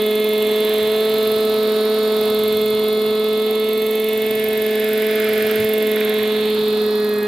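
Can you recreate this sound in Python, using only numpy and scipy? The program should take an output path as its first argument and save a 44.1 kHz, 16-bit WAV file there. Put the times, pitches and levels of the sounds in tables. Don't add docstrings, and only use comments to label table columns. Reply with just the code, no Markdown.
import sys
import numpy as np
from scipy import signal
from scipy.fft import rfft, irfft, next_fast_len
from scipy.io import wavfile
from scipy.ndimage import uniform_filter1d

SR = 44100
rng = np.random.default_rng(int(sys.argv[2]) if len(sys.argv) > 2 else 0)


def store_pcm(level_fs):
    pcm = np.round(np.clip(level_fs, -1, 1) * 32767).astype(np.int16)
    wavfile.write(sys.argv[1], SR, np.atleast_2d(pcm).T)


N = 320607
T = np.arange(N) / SR

# t/s, f/Hz (turns per second)
ENGINE_SPEED = [(0.0, 213.5), (0.8, 214.51), (1.05, 217.03), (1.4, 216.45), (1.78, 215.32), (2.0, 216.34),
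                (2.25, 214.61), (2.7, 214.8), (3.2, 215.28), (3.75, 216.94), (4.3, 217.25), (4.75, 215.36),
                (5.05, 216.01), (5.3, 215.34), (5.7, 216.09), (6.05, 213.84), (6.35, 214.19),
                (6.85, 212.93), (7.27, 208.8)]
GEAR = 9.63
# t/s, rotor angle/turns
FACING = [(0, .46), (1.05, .433), (2.1, .46), (3.4, .45), (4.1, .466), (5.5, .449), (6.3, .469),
          (7.27, .55)]
# start t/s, end t/s
TURN_S = (6.3, 7.27)

# t/s, level/dB of the first, second, third
DRONE = [(0.05, -28.5, -18.5, -33.5), (1.0, -31, -18, -30), (1.7, -29, -18, -31), (2.5, -28.5, -18, -33.5),
         (3.8, -30.5, -19, -38), (4.4, -30.5, -20, -33.5), (5.0, -29, -19, -31.5),
         (5.75, -28.5, -18.5, -31.5), (6.35, -27.5, -19.5, -36.5), (6.65, -27.5, -18.5, -47),
         (7.02, -28, -18.5, -41.5), (7.22, -28.5, -20.5, -42)]
# exhaust partial, rotor turns added, level/dB re partial
BEATS = [(1, -1, -29), (1, 1, -20), (1, 2, -16), (1, 3, -26), (1, 4, -26), (1, 9, -20), (2, -3, -34),
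         (2, -2, -26), (2, -1, -22), (2, 1, -31), (2, 2, -36), (2, 3, -34), (3, -2, -24), (3, 1, -19)]
# base level/dB, change/dB once turned away, gain/dB per dB of wake slap
UPPER = [(-52.7, 1, 0), (-44.2, -16, .1), (-38.6, -10, 0), (-41, -8, .5), (-39.1, 2, .25), (-46.4, 8, .15),
         (-40.2, -7, 0), (-52, 6, .7), (-50.2, 5, -.2), (-53.4, -6, .2), (-52.3, -2, .3), (-51.8, 0, .5),
         (-41, -4, 0), (-42, 1, .15), (-43.2, -3, .3), (-45.2, 1, .2), (-46.2, 4, 0), (-55.7, -3, 0),
         (-62.6, 8, 0), (-53.6, -1, .3)]
FIRST_UPPER = 4
USUAL_SLAP_DB = -42

# multiple of rotor speed, waver rate/Hz, level/dB
HUMS = [(11, 2, -45), (20, 4, -45), (22, 4, -50), (33, 4, -53)]
# t/s, roar level/dB, wake slap level/dB
ROTOR = [(0.05, -45.5, -48), (0.4, -43, -54), (0.7, -42.5, -40), (1.3, -44, -46.5), (2.0, -42.5, -45),
         (2.6, -45, -52), (3.2, -45.5, -54), (3.9, -46, -56.5), (4.4, -44.5, -52), (5.0, -44, -38),
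         (5.5, -43, -34), (5.76, -44, -45.5), (6.08, -43.5, -38.5), (6.5, -43.5, -43), (7.22, -47, -55)]
RUSH_DB = -2.5
# onset t/s, level/dB, centre f/Hz
HARD_SLAPS = [(.795, -27, 1500), (5.027, -24, 2160), (5.965, -20, 1720), (6.0104, -20, 2000),
              (6.0537, -25, 2120), (6.125, -26, 1900), (6.1884, -20, 1800), (6.236, -26, 2360)]
# t/s, whistle level/dB, whistle f/Hz when facing, hiss level/dB
WHISTLE = [(0.09, -24.5, 13080, -40), (0.7, -26, 12700, -39.5), (0.99, -29.5, 12970, -39),
           (1.25, -25, 12950, -39.5), (1.6, -29.5, 12580, -40), (2.06, -31, 12620, -40.5),
           (2.42, -23.5, 12860, -40.5), (2.8, -28.5, 12600, -42), (3.13, -31.5, 12450, -42),
           (3.6, -29, 12720, -42.5), (3.9, -24, 13100, -40.5), (4.3, -24, 12900, -40.5),
           (4.7, -25, 12350, -40), (5.0, -24.5, 12740, -40), (5.8, -23, 13020, -40),
           (6.16, -26.5, 12480, -41.5), (6.4, -32.5, 12620, -41.5), (7.21, -29.5, 12790, -44.5)]

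# t/s, peak level/dB, half length/s
GUSTS = [(.45, -52, 0.07), (.9, -48, 0.16), (1.35, -44.5, .15), (2.605, -44, 0.34), (3.1, -53, .2),
         (4.4, -47, 0.23), (5.497, -43, 0.17), (5.62, -35, 0.03), (6.4, -50, 0.41)]
CALM_DB = -54.

# f/Hz, level/dB per Hz
WIND_COLOUR = [(20, -19), (35, -21), (52, -23), (64, -15), (90, 0), (150, -1), (200, -8), (400, -30)]
ROAR_COLOUR = [(90, -25), (170, -4.5), (250, 0.5), (480, -0.5), (750, 1.5), (900, -16), (1300, -53)]
RUSH_COLOUR = [(600, -61), (850, -1.5), (1100, 0), (1600, -2.5), (2800, -3.5), (4400, -5), (5200, -14.5),
               (6500, -28), (16000, -25)]
SLAP_COLOUR = [(700, -56), (1200, -4.5), (1700, 2), (2300, -0.5), (3000, -10.5), (4500, -24)]
HISS_COLOUR = [(4000, -24), (6000, -10), (8800, -6), (10100, -9.5), (10900, 3), (13200, -2), (14500, -2),
               (16300, -20)]
EDGE_RUSH_COLOUR = [(6000, -30), (8800, -13), (10100, -14), (11200, -3), (13200, 0), (14600, -4),
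                    (16300, -10)]

# f/Hz, correlation (0-1)
LIKENESS = [(40, .4), (90, 0.48), (200, 0.97), (500, 0.87), (900, 1), (1400, 0.52), (3100, 0.86),
            (6800, .55), (15000, 0.37)]
# t/s, lag/ms
GROUND_LAG = [(0.0, 0.262), (0.6, 0.266), (1.0, 0.249), (1.4, 0.213), (2.0, 0.183), (2.6, 0.227),
              (3.3, 0.224), (3.9, 0.267), (4.4, 0.319), (4.9, 0.334), (5.5, 0.336), (6.0, 0.311),
              (6.5, 0.237), (7.27, 0.1)]
GRASS_SHARE, GRASS_HZ = .95, 1700.
# f/Hz, left over right/dB
LEAN = [(60, -5.5), (110, -4.5), (200, -1.7), (380, -1.2), (700, 0.0), (1290, -1.5), (2380, -5),
        (4400, -3.0), (8120, -5.5), (15000, -5.0)]
# f/Hz, phase lead of left/rad
LEAD = [(200, .1), (430, .07), (650, .015), (950, 0), (1700, -.3), (2800, .1), (8800, -.1), (13500, .5),
        (16000, 0)]
LOW_CUT_HZ, BAND_LIMIT_HZ = 66., 16050


def amp(db):
    return 10 ** (np.asarray(db) / 20)


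def evened(x):
    return x / np.sqrt(np.mean(x ** 2) + 1e-20)


def columns(rows):
    s, *values = np.transpose(rows)
    return [np.interp(T, s, v) for v in values]


def read(points, hz):
    f, value = np.transpose(points)
    return np.interp(np.log(hz + 1), np.log(f + 1), value)


def drift(rate_hz, count=1):
    steps = rfft(rng.standard_normal((count, 10240)))
    hz = np.fft.rfftfreq(10240, 32 / SR)
    smooth = irfft(steps / (1 + (hz / rate_hz) ** 4))
    at = np.arange(N) / 32
    return np.array([np.interp(at, np.arange(len(v)), evened(v)) for v in smooth])


def noise(colour, band_hz, patchy_db):
    frames, hz = N // 256 + 6, np.fft.rfftfreq(1024, 1 / SR)
    a, b, c, d, patches = rng.standard_normal((frames, 513, 5)).T
    patches = uniform_filter1d(patches, size=10, axis=0)
    patches = evened(uniform_filter1d(patches, size=12, axis=1))
    same = np.clip(read(LIKENESS, hz), -1, 1)[:, None]
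    left = a + 1j * b
    right = same * left + np.sqrt(1 - same ** 2) * (c + 1j * d)
    cells = np.array([left, right]) * amp(read(colour, hz)[:, None] + patchy_db * patches)
    power = (abs(cells) ** 2).mean((0, 2))
    in_band = (hz > band_hz[0]) & (hz < band_hz[1])
    share = power[in_band].sum() / power.sum()
    sound = signal.istft(cells, nperseg=1024, noverlap=768)[1][:, :N]
    return evened(sound) / np.sqrt(share)


def passing(turns, width_turns):
    angle = (turns + .5) % 1 - .5
    return np.exp(-.5 * (angle / width_turns) ** 2), angle


def over_grass(x):
    keep = np.exp(-2 * np.pi * GRASS_HZ / SR)
    dull = signal.lfilter([1 - keep], [1, -keep], x)
    late_s = T - columns(GROUND_LAG)[0] / 1000
    echo = np.array([np.interp(late_s, T, side) for side in dull])
    return x + GRASS_SHARE * echo


def wind():
    gusts = sum(amp(db) ** 2 * np.exp(-((T - s) / half_s) ** 2) for s, db, half_s in GUSTS)
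    power = amp(CALM_DB) ** 2 + gusts
    return np.sqrt(power) * noise(WIND_COLOUR, (70, 180), patchy_db=1.2)


def hums(rotor):
    out = 0
    for multiple, waver_hz, db in HUMS:
        a, b = drift(waver_hz, count=2)
        phase = 2 * np.pi * multiple * rotor
        out = out + amp(db) * (a * np.cos(phase) + b * np.sin(phase))
    return out


def air(rotor):
    roar_db, slap_db = columns(ROTOR)
    hiss_db = columns(WHISTLE)[2]
    blades = 2 * (rotor - columns(FACING)[0])
    luck = rng.standard_normal((int(blades.max()) + 3, 2))
    slap_luck = luck[np.floor(blades + .2).astype(int) + 1, 0]
    hiss_luck = luck[np.floor(blades + .5).astype(int) + 1, 1]
    slaps = passing(blades - .3, .16)[0] * amp(2.6 * slap_luck)
    swish = passing(blades, .14)[0] * amp(3.0 * hiss_luck)

    roar = amp(roar_db) * noise(ROAR_COLOUR, (680, 840), patchy_db=2.0)
    rush_db = roar_db + RUSH_DB + .89 * drift(30.)[0]
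    rush = amp(rush_db) * noise(RUSH_COLOUR, (890, 1050), patchy_db=1.0)
    slap = amp(slap_db) * noise(SLAP_COLOUR, (1350, 2100), patchy_db=2.5) * evened(1 + .6 * slaps)
    hiss = amp(hiss_db) * noise(HISS_COLOUR, (6000, 16000), patchy_db=1.5) * evened(1 + .45 * swish)
    return roar + over_grass(rush) + slap + hiss


def hard_slaps():
    length = 800
    t, out = np.arange(length) / SR, np.zeros(N + length)
    rise_s = .003
    envelope = (t / rise_s) ** 2 * np.exp(2 - 2 * t / rise_s) / 2
    for s, db, hz in HARD_SLAPS:
        band = signal.butter(3, [.78 * hz, 1.28 * hz], "band", fs=SR, output="sos")
        burst = signal.sosfilt(band, rng.standard_normal(length))
        out[round(s * SR):][:length] += amp(db) * evened(burst) * envelope
    return out[:N]


def whistle(rotor):
    level_db, hz, _ = columns(WHISTLE)
    facing = rotor - columns(FACING)[0]
    turn = np.floor(facing + .5).astype(int) + 1
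    luck = rng.standard_normal((turn.max() + 1, 4))[turn].T
    bump, angle = passing(facing + .005 * luck[0], .038)
    slope_hz_per_turn = 13000. + 3000. * luck[2]
    pitch_hz = hz + 200. * luck[1] + slope_hz_per_turn * np.clip(angle, -.12, .12)
    phase = 2 * np.pi * np.cumsum(pitch_hz) / SR
    a, b = drift(600., count=4).reshape(2, 2, N)
    tone = (1 + .45 * a) * np.cos(phase) + .45 * b * np.sin(phase)
    tone = tone + amp(-14.) * b * np.cos(.73 * phase)
    trail = signal.lfilter([.006], [1, -.994], bump)
    rush = noise(EDGE_RUSH_COLOUR, (6000, 16000), patchy_db=2.5)
    rush = amp(-6.5) * rush * (.4 * bump + 1.3 * trail)
    return (tone * bump * amp(luck[3]) + rush) * amp(level_db)


def rasp(firing, rotor):
    rocking = .0068 * np.sin(2 * np.pi * rotor)
    shaken = firing + rocking + .003 * drift(35.)[0] + .0033 * drift(10.)[0]
    fades, skews = drift(.82, count=2 * len(UPPER)).reshape(2, -1, N)
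    turned = np.interp(T, TURN_S, [0, 1])
    strain_db = columns(ROTOR)[1] - USUAL_SLAP_DB
    out = 0
    for k, (row, fade, skew) in enumerate(zip(UPPER, fades, skews), FIRST_UPPER):
        db, turned_db, follows = row
        apart = np.outer([1, -1], skew)
        phase = 2 * np.pi * k * shaken - .17 * k * k + .3 * apart
        level_db = db + turned_db * turned + follows * strain_db + 1.3 * fade + 1.1 * apart
        out = out + amp(level_db) * np.cos(phase)
    edge = np.sqrt(2) * out * amp(1.4 + .6 * drift(90.)[0])
    puff_colour = [(2500, -25), (3300, -3), (3700, 0), (4300, -5), (5200, -25)]  # f/Hz, level/dB per Hz
    puffs = noise(puff_colour, (0, SR), patchy_db=1.5)
    puffs = amp(-46.) * puffs * evened(.25 + passing(firing, .68)[0])
    return edge + puffs


def drone(firing, rotor):
    levels_db = columns(DRONE)
    out = 0
    for k, db in enumerate(levels_db):
        out = out + amp(db) * np.cos(2 * np.pi * (k + 1) * firing + 2.1 * np.sqrt(k))
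    for (k, turns, db), wander in zip(BEATS, drift(2.9, count=len(BEATS))):
        phase = 2 * np.pi * (k * firing + turns * rotor + rng.random())
        out = out + amp(levels_db[k - 1] + db + 1.45 * wander) * np.cos(phase)
    return np.sqrt(2) * out


def scene():
    firing = np.cumsum(columns(ENGINE_SPEED)[0]) / SR
    rotor = firing / GEAR
    background = wind() + hums(rotor)
    blades = air(rotor) + hard_slaps() + whistle(rotor)
    exhaust = drone(firing, rotor) + over_grass(rasp(firing, rotor))
    return background + blades + exhaust


def record(dry):
    size = next_fast_len(N)
    hz = np.fft.rfftfreq(size, 1 / SR)
    half_lean_db = read(LEAN, hz) / 2
    balance = amp([half_lean_db, -half_lean_db])
    ports = np.exp(.5j * np.outer([1, -1], read(LEAD, hz)))
    low_cut = hz ** 2 / np.sqrt(hz ** 4 + LOW_CUT_HZ ** 4)
    leaned = irfft(rfft(dry, size) * balance * ports * low_cut, size)[:, :N]
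    band_limit = signal.firwin(511, BAND_LIMIT_HZ, window=("kaiser", 9), fs=SR)
    return signal.oaconvolve(leaned, band_limit[None], "same")


dry = scene()
out = record(dry)
store_pcm(out)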